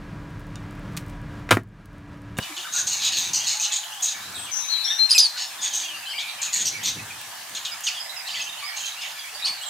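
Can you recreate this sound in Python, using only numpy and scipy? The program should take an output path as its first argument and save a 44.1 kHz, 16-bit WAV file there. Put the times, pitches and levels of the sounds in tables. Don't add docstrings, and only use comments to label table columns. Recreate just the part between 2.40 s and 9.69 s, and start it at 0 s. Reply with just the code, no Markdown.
import sys
import numpy as np
from scipy import signal
from scipy.io import wavfile
from scipy.ndimage import uniform_filter1d, minimum_filter1d

SR = 44100
rng = np.random.default_rng(int(sys.argv[2]) if len(sys.argv) > 2 else 0)


def unload_audio(sound):
    columns = np.transpose(np.atleast_2d(sound))
    steps = np.round(np.clip(columns, -1, 1) * 32767)
    wavfile.write(sys.argv[1], SR, steps.astype(np.int16))


def convert_level_to_amplitude(level_db):
    exponent = np.asarray(level_db, float) / 20
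    return 10 ** exponent


N = 321489

# frequency in Hz, density in dB per Hz.
HISS_SPECTRUM = [(210, -62), (350, -41), (483, -23), (586, -5.5), (771, 2.5), (1450, 0), (1700, 2),
                 (2200, -2.5), (3340, -1.5), (5000, -3), (7490, -3), (15200, -10.5), (16500, -23)]
# frequency in Hz, likeness 0-1.
HISS_LIKENESS = [(300, 0.72), (600, 0.45), (2000, 0.67), (6000, 0.15), (14000, 0.062)]
# frequency in Hz, level in dB.
FAR_TONE = (1726, -55.5)
HISS_DB = -38
# peak in seconds, rise in seconds, fall in seconds, thud in dB, flutter in dB.
GUSTS = [
    (0.0, 0.02, 0.065, -45, -51),
    (0.45, 0.31, 0.65, -54.5, -56.5),
    (0.88, 0.44, 0.27, -48, -51),
    (1.97, 0.43, 0.3, -51.5, -54),
    (3.3, 0.76, 0.97, -65, -61),
    (4.22, 0.11, 1, -52.5, -51.5),
    (4.6, 0.42, 0.18, -41.5, -49.5),
    (5.15, 0.12, 0.14, -59, -56.5),
    (5.95, 0.082, 0.79, -63.5, -65),
    (7.1, 0.17, 0.12, -67, -59.5),
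]
# thud in dB, flutter in dB.
CALM_DB = (-70, -71)
GUST_DROP_DB = -18.5
LULL_S, LULL_HALF_S, LULL_DB = 6.32, 0.043, -31
# time in seconds, level in dB.
FLOCK_LEVEL = [(0.0, -49), (4.5, -45.5), (4.9, -55), (5.6, -46)]
# start in seconds, length in seconds, from Hz, to Hz, level in dB.
DOVE = [
    (0.089, 0.063, 340, 300, -46.5),
    (0.16, 0.07, 343, 360, -56),
    (6.92, 0.042, 440, 450, -58),
    (6.945, 0.042, 630, 620, -50.5),
    (3.369, 0.26, 326, 321, -65),
]
# frequency in Hz, t60 in seconds.
WALL_T60 = [(500, 0.047), (3000, 0.39), (7000, 0.31), (14000, 0.054)]

# frequency in Hz, gain in dB.
MOUTH = [(2500, 3), (5000, 6), (7500, 1), (12500, -5.5), (14500, -23)]
KNEE, EARLY_GLIDE, START_DB, END_DB = 0.35, 0.621, 0, -4

# start in seconds, length in seconds, from Hz, to Hz, level in dB.
COOS = [(0.245, 0.02, 1350, 1590, -39), (0.263, 0.027, 1570, 1170, -41), (0.34, 0.045, 1468, 1453, -39),
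        (0.378, 0.029, 1786, 1543, -35.5), (0.41, 0.06, 1494, 1474, -43.5), (1.14, 0.087, 831, 862, -45),
        (1.255, 0.097, 800, 863, -49), (1.38, 0.067, 820, 870, -47), (1.46, 0.13, 898, 830, -49),
        (3.68, 0.04, 1554, 1620, -45.5), (5.31, 0.12, 1500, 1180, -50.5), (1.59, .06, 800, 738, -49.5),
        (2.5, 0.044, 1680, 1780, -38), (2.96, 0.025, 1480, 1460, -41), (5.96, 0.029, 2110, 1920, -38),
        (6.215, 0.03, 2500, 2210, -41), (6.25, 0.1, 2190, 2300, -42.5), (6.22, 0.052, 1113, 1200, -42),
        (7.02, 0.069, 2474, 2570, -43)]
# start in seconds, length in seconds, from Hz, to Hz, level in dB.
WARBLES = [(0.0, 0.064, 2890, 2984, -42), (0.167, 0.053, 3054, 2870, -40), (1.228, 0.07, 2940, 3030, -39.5),
           (1.43, 0.018, 3580, 2790, -36.5), (1.948, 0.024, 3910, 3630, -38.5),
           (4.706, 0.036, 2490, 2440, -42.5), (3.185, 0.035, 3650, 3460, -41.5),
           (3.221, 0.07, 3400, 3340, -38), (3.31, 0.06, 3200, 3050, -42), (3.434, 0.04, 3390, 3270, -39),
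           (3.478, 0.05, 3330, 2890, -39), (3.53, 0.043, 2850, 2730, -39), (3.452, 0.02, 2800, 2780, -38),
           (3.659, 0.072, 3060, 3160, -37.5), (3.7, 0.054, 3150, 2730, -39), (3.732, 0.05, 2140, 2430, -38),
           (3.78, 0.075, 2150, 2480, -39.5), (3.87, 0.051, 2260, 2480, -42), (3.652, 0.03, 4000, 4100, -44),
           (3.778, 0.021, 2650, 3510, -30), (3.786, 0.016, 3300, 4220, -33),
           (3.987, 0.032, 2620, 2240, -41), (4.02, 0.047, 2360, 2740, -45),
           (4.063, 0.04, 2760, 2374, -39.5)]
# start in seconds, length in seconds, from Hz, to Hz, level in dB.
TWITTERS = [(5.163, 0.016, 4300, 4200, -37), (5.563, 0.035, 3500, 3120, -37.5),
            (5.872, 0.012, 4070, 4180, -33), (5.941, 0.024, 2300, 3430, -32.5),
            (5.995, 0.02, 2530, 2670, -32), (6.008, 0.02, 2650, 3300, -38), (6.014, 0.018, 6400, 6500, -31),
            (6.089, 0.018, 3670, 3680, -38), (6.177, 0.035, 3050, 2940, -45),
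            (6.514, 0.018, 3980, 3650, -39), (6.57, 0.042, 2670, 2900, -41),
            (6.779, 0.083, 3420, 3290, -45), (7.02, 0.024, 3900, 3830, -33),
            (7.041, 0.028, 3904, 4794, -27.5), (7.064, 0.0305, 4800, 4400, -35),
            (7.209, 0.02, 3050, 2900, -37.5), (7.229, 0.019, 2950, 3320, -35.5),
            (5.885, 0.023, 3360, 2850, -36), (5.906, 0.077, 4760, 4660, -42)]
# start in seconds, length in seconds, from Hz, to Hz, level in dB.
CHIRPS = [(1.6, 0.017, 3350, 3330, -37), (1.29, 0.046, 2580, 2620, -42), (1.5, 0.063, 2780, 3000, -47),
          (1.31, 0.032, 3700, 3100, -36.5), (1, .06, 3200, 3300, -40), (1.2, 0.027, 2800, 3100, -44),
          (1.56, 0.036, 2750, 3300, -46), (1.195, 0.022, 2500, 2600, -37), (1.965, .04, 3700, 3100, -46),
          (2.2, .1, 3950, 3850, -47.5), (2.06, .025, 3200, 2750, -43), (2.078, .04, 2450, 2250, -45),
          (1.923, 0.011, 7000, 5100, -45), (2.335, 0.041, 3350, 3250, -45), (5.855, .025, 2550, 2750, -45),
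          (5.5, 0.014, 2300, 1900, -41), (5.972, .02, 4300, 4600, -39), (6.003, 0.014, 5300, 5000, -36),
          (6.065, 0.0246, 2700, 3200, -40), (5.878, 0.013, 8500, 6800, -38),
          (6.035, 0.038, 5800, 6400, -41), (6.612, .02, 5150, 5200, -40.5), (6.715, .015, 4800, 5000, -43),
          (6.65, 0.031, 3150, 3050, -41.5), (6.99, 0.029, 5450, 5300, -49), (6.4, 0.022, 3400, 3000, -38),
          (7.065, .03, 3000, 3600, -36), (0.97, .07, 2750, 2850, -45), (6, .025, 3100, 2500, -42),
          (3.715, .025, 4200, 4500, -41), (3.9, .025, 3500, 3300, -44), (3.905, .03, 3300, 3320, -48),
          (4.115, .05, 2050, 1900, -46), (4.7, .025, 2600, 2300, -40), (4.59, 0.029, 2450, 2650, -41),
          (5.27, .04, 3100, 2900, -42), (5.545, 0.018, 3650, 3400, -42), (6.88, 0.029, 2500, 2650, -45)]
# start in seconds, length in seconds, from Hz, to Hz, level in dB.
LEFT_WHISTLES = [
    (1.95, 0.11, 8120, 8110, -38),
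    (2.02, 0.041, 7900, 7770, -44),
    (2.583, 0.086, 4136, 4137, -22.5),
    (2.665, 0.13, 4190, 4140, -35),
    (2.79, 0.18, 4154, 4170, -40.5),
    (3.88, 0.03, 4540, 4520, -48),
    (3.75, 0.05, 4700, 4700, -47),
]
# start in seconds, length in seconds, from Hz, to Hz, level in dB.
RIGHT_PEEPS = [(5.315, 0.0276, 5150, 4880, -43), (5.6, 0.036, 5050, 4890, -40.5),
               (5.69, 0.03, 3750, 4070, -42), (5.76, 0.051, 5310, 4880, -44.5),
               (6.185, 0.028, 4250, 4410, -49), (6.235, 0.07, 4550, 5150, -45),
               (6.43, 0.045, 2730, 3350, -42), (6.47, 0.03, 3320, 3100, -45),
               (6.79, 0.013, 4870, 4700, -41), (7.215, 0.027, 8110, 7730, -41),
               (7.26, 0.044, 7680, 7350, -38)]
AHEAD_PAN_DB, LEFT_PAN_DB, RIGHT_PAN_DB = 1, 14, -16
CLEAR_DB, CLEAR_SWELL_DB = -30, -5

# start in seconds, length in seconds, from Hz, to Hz, level in dB.
TRILLS = [(2.112, 0.128, 6110, 6080, -35), (2.235, 0.117, 6190, 6000, -40.5),
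          (2.128, 0.108, 5820, 5690, -39.5), (2.28, 0.049, 3800, 4150, -39),
          (2.315, 0.067, 4150, 3950, -29.5), (2.375, 0.068, 3950, 4050, -35.5),
          (2.295, 0.077, 4300, 4250, -36), (2.385, 0.12, 4300, 4250, -41), (2.5, 0.12, 3800, 3780, -41),
          (2.8, 0.076, 4300, 3950, -41), (2.15, 0.083, 6350, 6400, -39), (2.13, 0.08, 5560, 5540, -45),
          (3, 0.081, 5330, 5350, -43), (2.44, 0.058, 5330, 5720, -29), (2.491, 0.12, 5770, 5770, -35),
          (2.62, 0.071, 5760, 5750, -45)]
# start in seconds, length in seconds, from Hz, to Hz, level in dB.
ANSWER = [
    (2.438, 0.035, 3720, 3570, -33.5),
    (2.47, 0.034, 3080, 3620, -31),
    (2.497, 0.0324, 3630, 3607, -24.5),
    (2.543, 0.047, 3630, 3690, -40),
]
TURN_FROM_DB, TURN_S, TURN_DB_PER_S = 19, 2.11, -21
# start in seconds, length in seconds, from Hz, to Hz, level in dB.
SQUAWKS = [
    (7.05, 0.06, 4600, 4250, -32),
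    (1.52, 0.025, 2600, 3250, -40.5),
    (5.468, 0.022, 3300, 2600, -27.5),
]
# time in seconds, level in dB.
TICKS = [
    (1.446, -17),
    (1.548, -18),
    (1.61, -18),
    (1.8287, -21),
    (3.457, -20),
    (4.815, -15),
    (5.096, -17),
    (5.408, -12.5),
    (6.949, -22),
]
# start in seconds, length in seconds, from Hz, to Hz, level in dB.
CALL = [(2.692, 0.01, 2750, 2630, -38), (2.699, 0.0061, 3400, 5340, -28),
        (2.707, 0.0037, 5130, 4960, -18.5), (2.71, 0.004, 3900, 5300, -22),
        (2.7138, 0.0081, 5230, 4700, -17.5), (2.723, 0.014, 4630, 5030, -21.5),
        (2.735, 0.013, 4220, 2750, -34), (2.748, 0.034, 2680, 2415, -26), (2.7793, 0.006, 3200, 5700, -9),
        (2.7845, 0.0073, 6300, 5780, -13), (2.7916, 0.0056, 5900, 3220, -19),
        (2.796, 0.004, 3300, 4700, -28), (2.797, 0.0101, 4760, 5130, -18), (2.805, 0.006, 5000, 4680, -18),
        (2.812, 0.032, 5060, 4790, -23.5), (2.84, 0.031, 4800, 4360, -24)]
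LOW_TILT_DB, TILT_DB_PER_OCTAVE, LOW_HZ = -1.5, -2, 2500
TIRING_DB_PER_S = -57

# start in seconds, length in seconds, beak ring in dB, throat ring in dB,
# throat ring in Hz.
CROAKS = [(0.022, 0.019, -50, -36.5, 3750), (0.163, 0.078, -43.5, -34, 3500),
          (2.699, 0.026, -38, -29, 4600), (2.777, 0.011, -24, -23, 4800), (3.793, 0.036, -43, -31, 3490),
          (5.148, 0.035, -35.5, -32.5, 3310), (5.248, 0.019, -37, -27.5, 3780),
          (5.436, 0.048, -32, -39, 4800), (5.466, 0.019, -35, -24, 4506), (5.872, 0.084, -46, -34.5, 4090),
          (5.95, 0.097, -43, -33.5, 3500), (6.359, 0.09, -35, -37.5, 4100),
          (6.453, 0.042, -36.5, -37, 3760), (6.605, 0.12, -43, -37, 3610), (7.055, 0.032, -42, -29, 4410),
          (2.803, 0.03, -39, -32.5, 3590)]
# beak ring in Hz, place of the throat peak 0-1, overtone in dB.
CROAK_COLOUR = (6570, 0.18, -22)
CROAK_PEAK = 0.15
# start in seconds, length in seconds, place of the peak 0-1, beak ring in dB, throat ring in dB.
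RASPS = [(0.315, 0.099, 0.5, -25.5, -30), (0.465, 0.033, 0.4, -25.5, -31), (0.505, 0.053, 0.4, -30, -29.5),
         (0.561, 0.064, 0, -32.5, -28), (0.621, 0.067, 0.46, -27.0, -22.5),
         (0.719, 0.048, 0.24, -34, -26.5), (0.765, 0.043, 0.4, -28, -26), (0.81, 0.09, 0.2, -31.5, -30.5),
         (0.932, 0.12, 0.02, -25.5, -27.5), (1.056, 0.12, 0.23, -27, -25.5),
         (1.183, 0.08, 0.42, -26, -27.5), (1.315, 0.065, 0.3, -26.0, -28),
         (1.618, 0.044, 0.48, -24.5, -33.5), (1.666, 0.061, 0, -30.5, -31),
         (2.962, 0.09, 0.46, -37.5, -29.5), (3.211, 0.072, 0.46, -28, -28.5),
         (3.327, 0.055, 0.63, -25, -32.5), (3.391, 0.064, 0.2, -33.5, -33),
         (4.016, 0.055, 0.15, -28.0, -31.5), (4.127, 0.062, 0.14, -24.5, -29.0),
         (4.19, 0.035, 0.57, -27.5, -30.5), (4.247, 0.04, 0.56, -25.0, -29.5),
         (4.43, 0.028, 0.4, -32.5, -29.5), (4.455, 0.047, 0.23, -27.0, -26.5)]
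# beak ring in Hz, throat ring in Hz, place of the throat peak 0-1, overtone in dB.
RASP_COLOURS = [(6500, 3960, 0.57, -23.0), (6520, 4140, 0.4, -26.0), (6530, 4240, 0.3, -20),
                (6480, 3960, 1.0, -23.0), (6700, 3840, 0.6, -20), (6660, 4220, 0.3, -21.0),
                (6400, 3920, 0.2, -15), (6360, 3800, 0.15, -20), (6300, 4410, 0.1, -21),
                (6600, 4200, 0.23, -22.0), (6390, 4010, 0.93, -25.0), (6800, 3730, 0.23, -27),
                (6620, 3840, 0.75, -21), (6480, 3880, 0.3, -22.0), (6640, 4290, 0.3, -23.0),
                (6570, 3660, 0.73, -27.0), (6400, 3710, 0.33, -23), (6300, 3610, 0, -26.0),
                (6650, 4120, 0.2, -26.0), (6830, 4210, 0.06, -23.0), (6850, 3560, 0.56, -27.0),
                (6060, 4450, 0.4, -20.0), (6790, 3610, 0.8, -14.0), (6050, 3840, 0.44, -17)]
LOW_RING = (.7, 0.26)
HIGH_RING = (1.215, 0.21)
RISE_DB_PER_S, FALL_DB_PER_S = 192, 102
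ATTACK_SHARE = 0.32


def evened(x):
    return x / np.sqrt(np.mean(x ** 2) + 1e-20)


def read(points, hz):
    f, value = np.transpose(points)
    return np.interp(np.log(hz + 1), np.log(f + 1), value)


def drift(count, span_s):
    size = max(int(span_s * SR), 1)
    once = uniform_filter1d(rng.standard_normal(count), size)
    return evened(uniform_filter1d(once, size))


def band(x, lo_hz, hi_hz):
    sos = signal.butter(4, [lo_hz, hi_hz], "band", fs=SR, output="sos")
    return evened(signal.sosfilt(sos, x))


def resonate(x, hz, width_hz):
    turn = np.exp(2j * np.pi * np.cumsum(hz * np.ones(len(x))) / SR)
    r = np.exp(-np.pi * width_hz / SR)
    smoothed = signal.lfilter([1], np.convolve([1, -r], [1, -r]), x / turn)
    return evened((turn * smoothed).real)


def add(mix, s, sound, pan_db=0):
    gains = convert_level_to_amplitude(np.array([[pan_db / 2], [-pan_db / 2]]))
    if abs(pan_db) > 15:
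        gains[int(pan_db > 0)] *= -1
    part = mix[:, round(s * SR):][:, :len(sound)]
    part += sound[:part.shape[1]] * gains / gains.mean()


def outdoors():
    hz = np.fft.rfftfreq(1024, 1 / SR)[:, None]
    a, b, c, d, patches = rng.standard_normal((N // 256 + 5, len(hz), 5)).T
    patches = uniform_filter1d(patches, size=10, axis=0)
    patches = evened(uniform_filter1d(patches, size=12, axis=1))
    same = np.clip(read(HISS_LIKENESS, hz), 0, 1)
    shared = np.sqrt(1 + same) * (a + 1j * b)
    opposed = np.sqrt(1 - same) * (c + 1j * d)
    z = np.array([shared + opposed, shared - opposed])
    z = z * convert_level_to_amplitude(read(HISS_SPECTRUM, hz) + 1.9 * patches)
    hiss = evened(signal.istft(z, nperseg=1024, noverlap=768)[1][:, :N])
    tone_hz, tone_db = FAR_TONE
    tone = resonate(rng.standard_normal(N), tone_hz, 15.0)
    return convert_level_to_amplitude(HISS_DB) * hiss + convert_level_to_amplitude(tone_db) * tone


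def wind():
    t = np.arange(N) / SR
    power = convert_level_to_amplitude(np.array(CALM_DB))[:, None] ** 2 * np.ones(N)
    for s, rise, fall, *levels_db in GUSTS:
        swell = convert_level_to_amplitude(GUST_DROP_DB * abs(t - s) / np.where(t < s, rise, fall))
        power += convert_level_to_amplitude(np.array(levels_db))[:, None] ** 2 * swell ** 2
    lull = convert_level_to_amplitude(LULL_DB * np.clip(1 - abs(t - LULL_S) / LULL_HALF_S, 0, 1))
    lumps = rng.standard_normal(N) * convert_level_to_amplitude(2 * drift(N, 0.015))
    thud = resonate(lumps, 106.5, 54) + 1.9 * band(lumps, 64, 223)
    flutter = band(lumps, 186, 558) + 0.22 * resonate(lumps, 320.0, 92)
    return lull * (evened(thud) * np.sqrt(power[0]) + evened(flutter) * np.sqrt(power[1]))


def walls(x, side_db):
    taps = np.zeros((2, SR // 2))
    at = np.arange(200, SR // 2 - 20, 20) + rng.integers(0, 20, (2, 1092))
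    np.put_along_axis(taps, at, rng.choice([-1., 1.], at.shape), 1)
    hz, t, z = signal.stft(taps, SR, nperseg=256)
    decay = convert_level_to_amplitude(-60 * t / read(WALL_T60, hz)[:, None])
    mid, side = signal.istft(z * decay, SR, nperseg=256)[1]
    tail = np.array([mid + convert_level_to_amplitude(side_db) * side, mid - convert_level_to_amplitude(side_db) * side])
    return signal.fftconvolve(x, tail / np.linalg.norm(tail[0]), axes=1)[:, :N]


def pots(x):
    out = x.copy()
    for lag, left, right in [(70, .35, -.2), (190, -.2, .3), (660, .3, .25)]:
        out[:, lag:] += np.array([[left], [right]]) * x[:, :-lag]
    return out


def note(rows, tilt_db, wobble, flutter, edge_s, air_db=-30):
    s, hz, db = np.transpose(rows)
    t = np.arange(s[0], s[-1], 1 / SR)
    hz = uniform_filter1d(np.interp(t, s, hz), size=60) * (1 + wobble * drift(len(t), 0.0055))
    phase = 2 * np.pi * np.cumsum(hz) / SR
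    tone = 0
    for k in range(1, 6):
        tone = tone + convert_level_to_amplitude((k - 1) * tilt_db + read(MOUTH, k * hz)) * np.sin(k * phase)
    tone *= 1 + convert_level_to_amplitude(air_db) * drift(len(t), .0003)
    chop_hz = 150 * convert_level_to_amplitude(2.72 * drift(len(t), 0.012))
    chop = 1 + flutter * np.sin(2 * np.pi * np.cumsum(chop_hz) / SR)
    fade = np.clip(np.minimum(t - s[0], s[-1] - t) / edge_s, 0, 1)
    return s[0], np.sqrt(2) * convert_level_to_amplitude(np.interp(t, s, db)) * tone * chop * fade


def glide(s, length, from_hz, to_hz, db):
    knee_hz = from_hz + EARLY_GLIDE * (to_hz - from_hz)
    return [(s, from_hz, db + START_DB), (s + KNEE * length, knee_hz, db), (s + length, to_hz, db + END_DB)]


def flock():
    out = np.zeros((2, N))
    for place, height, bend, length, size, pan in rng.random((300, 6)):
        start = place * N / SR
        end = start + .01 + .025 * length
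        hz = 2000 * 2 ** (1.2 * height ** 1.5)
        rows = [(start, hz, -6 * size), (end, hz * (.7 + .6 * bend), -6 * size)]
        add(out, *note(rows, -18, .02, .6, .005, -14), 30 * pan - 15 - 10 * place)
    return evened(out) * convert_level_to_amplitude(np.interp(np.arange(N) / SR, *np.transpose(FLOCK_LEVEL)))


def dove(mix):
    for row in DOVE:
        add(mix, *note(glide(*row), -25, .04, 0, .02))


def whistlers(far, clear):
    ahead = COOS + WARBLES + TWITTERS + CHIRPS
    groups = [(ahead, AHEAD_PAN_DB, .32), (LEFT_WHISTLES, LEFT_PAN_DB, .1), (RIGHT_PEEPS, RIGHT_PAN_DB, .3)]
    for table, pan_db, rough in groups:
        for row in table:
            s, length, from_hz, to_hz, db = row
            if db > CLEAR_DB and pan_db == LEFT_PAN_DB:
                rows = [(s, from_hz, db + CLEAR_SWELL_DB), (s + .027, to_hz, db), (s + length, to_hz + 40, db)]
                add(clear, *note(rows, -40, .003, .12, .012), pan_db)
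            else:
                add(far, *note(glide(*row), -30, .045 * rough, 1.3 * rough, .005), pan_db)


def trillers(mix):
    turning = [(row, TURN_FROM_DB + TURN_DB_PER_S * (row[0] - TURN_S)) for row in TRILLS]
    for row, pan_db in turning + [(row, 0) for row in ANSWER]:
        add(mix, *note(glide(*row), -29, 0.0061, 0.44, 0.0079, -22.0), pan_db)


def squawks(mix):
    for row in SQUAWKS:
        add(mix, *note(glide(*row), -5.5, 0.0322, 0.61, 0.0017, -16.0))


def beak_ticks(mix):
    for s, db in TICKS:
        add(mix, s, convert_level_to_amplitude(db - 7.5) * rng.standard_normal(80) * np.exp(-np.arange(80) / 14.0))


def near_call(mix):
    tiring_from_s = CALL[7][0]
    for row in CALL:
        tilt_db = LOW_TILT_DB + TILT_DB_PER_OCTAVE * np.log2(row[3] / LOW_HZ)
        tilt_db += TIRING_DB_PER_S * max(row[0] - tiring_from_s, 0)
        add(mix, *note(glide(*row), tilt_db, .008, .3, .0012, -14))


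def rasp(s, length, peak, beak_db, throat_db, beak_hz, throat_hz, throat_peak, overtone_db):
    t = np.arange(round((length + .04) * SR)) / SR
    count = len(t)
    turns = np.cumsum(275 * convert_level_to_amplitude(3.5 * drift(count, .004))) / SR + .7
    slaps = np.diff(np.floor(turns), prepend=0) * convert_level_to_amplitude(1.5 * drift(count, 0.003))
    puffs = evened(np.convolve(slaps, np.hanning(120), "same")) + .22

    air = puffs * rng.standard_normal(count)
    ring_hz = beak_hz * (1 + .035 * drift(count, .002) + .006 * drift(count, .04))
    ring = np.sin(2 * np.pi * np.cumsum(ring_hz) / SR)
    beak = evened(puffs * ring + .6 * resonate(air, beak_hz, 1200))
    breathy = (puffs + 1.2) * rng.standard_normal(count)
    overtone = resonate(breathy, 13100, 900) + .9 * band(breathy, 13800, 14400)
    overtone = evened(overtone + .55 * resonate(breathy, 11900, 500))
    upper = beak + convert_level_to_amplitude(-10.5) * band(air, 7270, 8580) + convert_level_to_amplitude(overtone_db + 1.0) * overtone

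    croak_hz = throat_hz * (1.03 - .5 * t + .11 * drift(count, .004))
    croak = np.sin(2 * np.pi * np.cumsum(croak_hz) / SR)
    steady = (puffs + 2.8) * rng.standard_normal(count)
    throat = .45 * (puffs + .8) * croak
    throat += .45 * resonate(steady, throat_hz, 700) + .42 * band(steady, 2500, 5900)
    for multiple, share in (LOW_RING, HIGH_RING):
        throat += share * resonate(steady, multiple * throat_hz, 400)
    throat = evened(throat)

    late = t - np.clip([[peak], [throat_peak]], 0, 1) * length
    swell = convert_level_to_amplitude(-abs(late) * np.where(late < 0, RISE_DB_PER_S, FALL_DB_PER_S))
    opening = np.clip(t / np.clip(ATTACK_SHARE * peak * length, .003, .02), 0, 1)
    closing = np.clip(1 + (length - t) / 0.014, 0, 1)
    voice = convert_level_to_amplitude(beak_db + 2.5) * swell[0] * upper + convert_level_to_amplitude(throat_db) * swell[1] * throat
    return s, opening * closing * voice


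def raspers(mix):
    for row, colour in zip(RASPS, RASP_COLOURS):
        add(mix, *rasp(*row, *colour))
    beak_hz, throat_peak, overtone_db = CROAK_COLOUR
    for s, length, beak_db, throat_db, throat_hz in CROAKS:
        croak = rasp(s, length, CROAK_PEAK, beak_db, throat_db, beak_hz, throat_hz, throat_peak, overtone_db)
        add(mix, *croak, -3 if s > 5.4 else 0)


def scene():
    rasps, near, far, clear = np.zeros((4, 2, N))
    distant = flock()
    whistlers(far, clear)
    trillers(far)
    squawks(far)
    beak_ticks(near)
    near_call(near)
    raspers(rasps)
    far = convert_level_to_amplitude(-1.5) * far
    wet = convert_level_to_amplitude(-17) * near + convert_level_to_amplitude(-19) * clear + convert_level_to_amplitude(-7.5) * far + distant
    facing = rasps + convert_level_to_amplitude(-8) * walls(rasps, -11)
    birds = facing + pots(near) + clear + far + convert_level_to_amplitude(-1.0) * distant + walls(wet, -6.0)
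    no_bass = signal.butter(6, 650, "high", fs=SR, output="sos")
    birds = signal.sosfilt(no_bass, birds)
    dove(birds)
    return birds + wind() + outdoors()


def roll_off(x):
    return signal.sosfilt(signal.butter(12, 17040, fs=SR, output="sos"), x)


def record(dry):
    limit = np.minimum(.9 / (abs(dry).max(0) + 1e-9), 1)
    limit = minimum_filter1d(limit, size=200)
    dry = dry * uniform_filter1d(limit, size=200)
    mid, side = dry[0] + dry[1], dry[0] - dry[1]
    mid = signal.sosfilt(signal.butter(3, 80, "high", fs=SR, output="sos"), mid)
    side = signal.sosfilt(signal.butter(6, 480, "high", fs=SR, output="sos"), side)
    edge = signal.firwin(301, 15900, window=("kaiser", 9), fs=SR)
    heard = signal.oaconvolve(np.array([mid + side, mid - side]) / 2, edge[None], "same")
    return roll_off(heard)


dry = scene()
out = record(dry)
unload_audio(out)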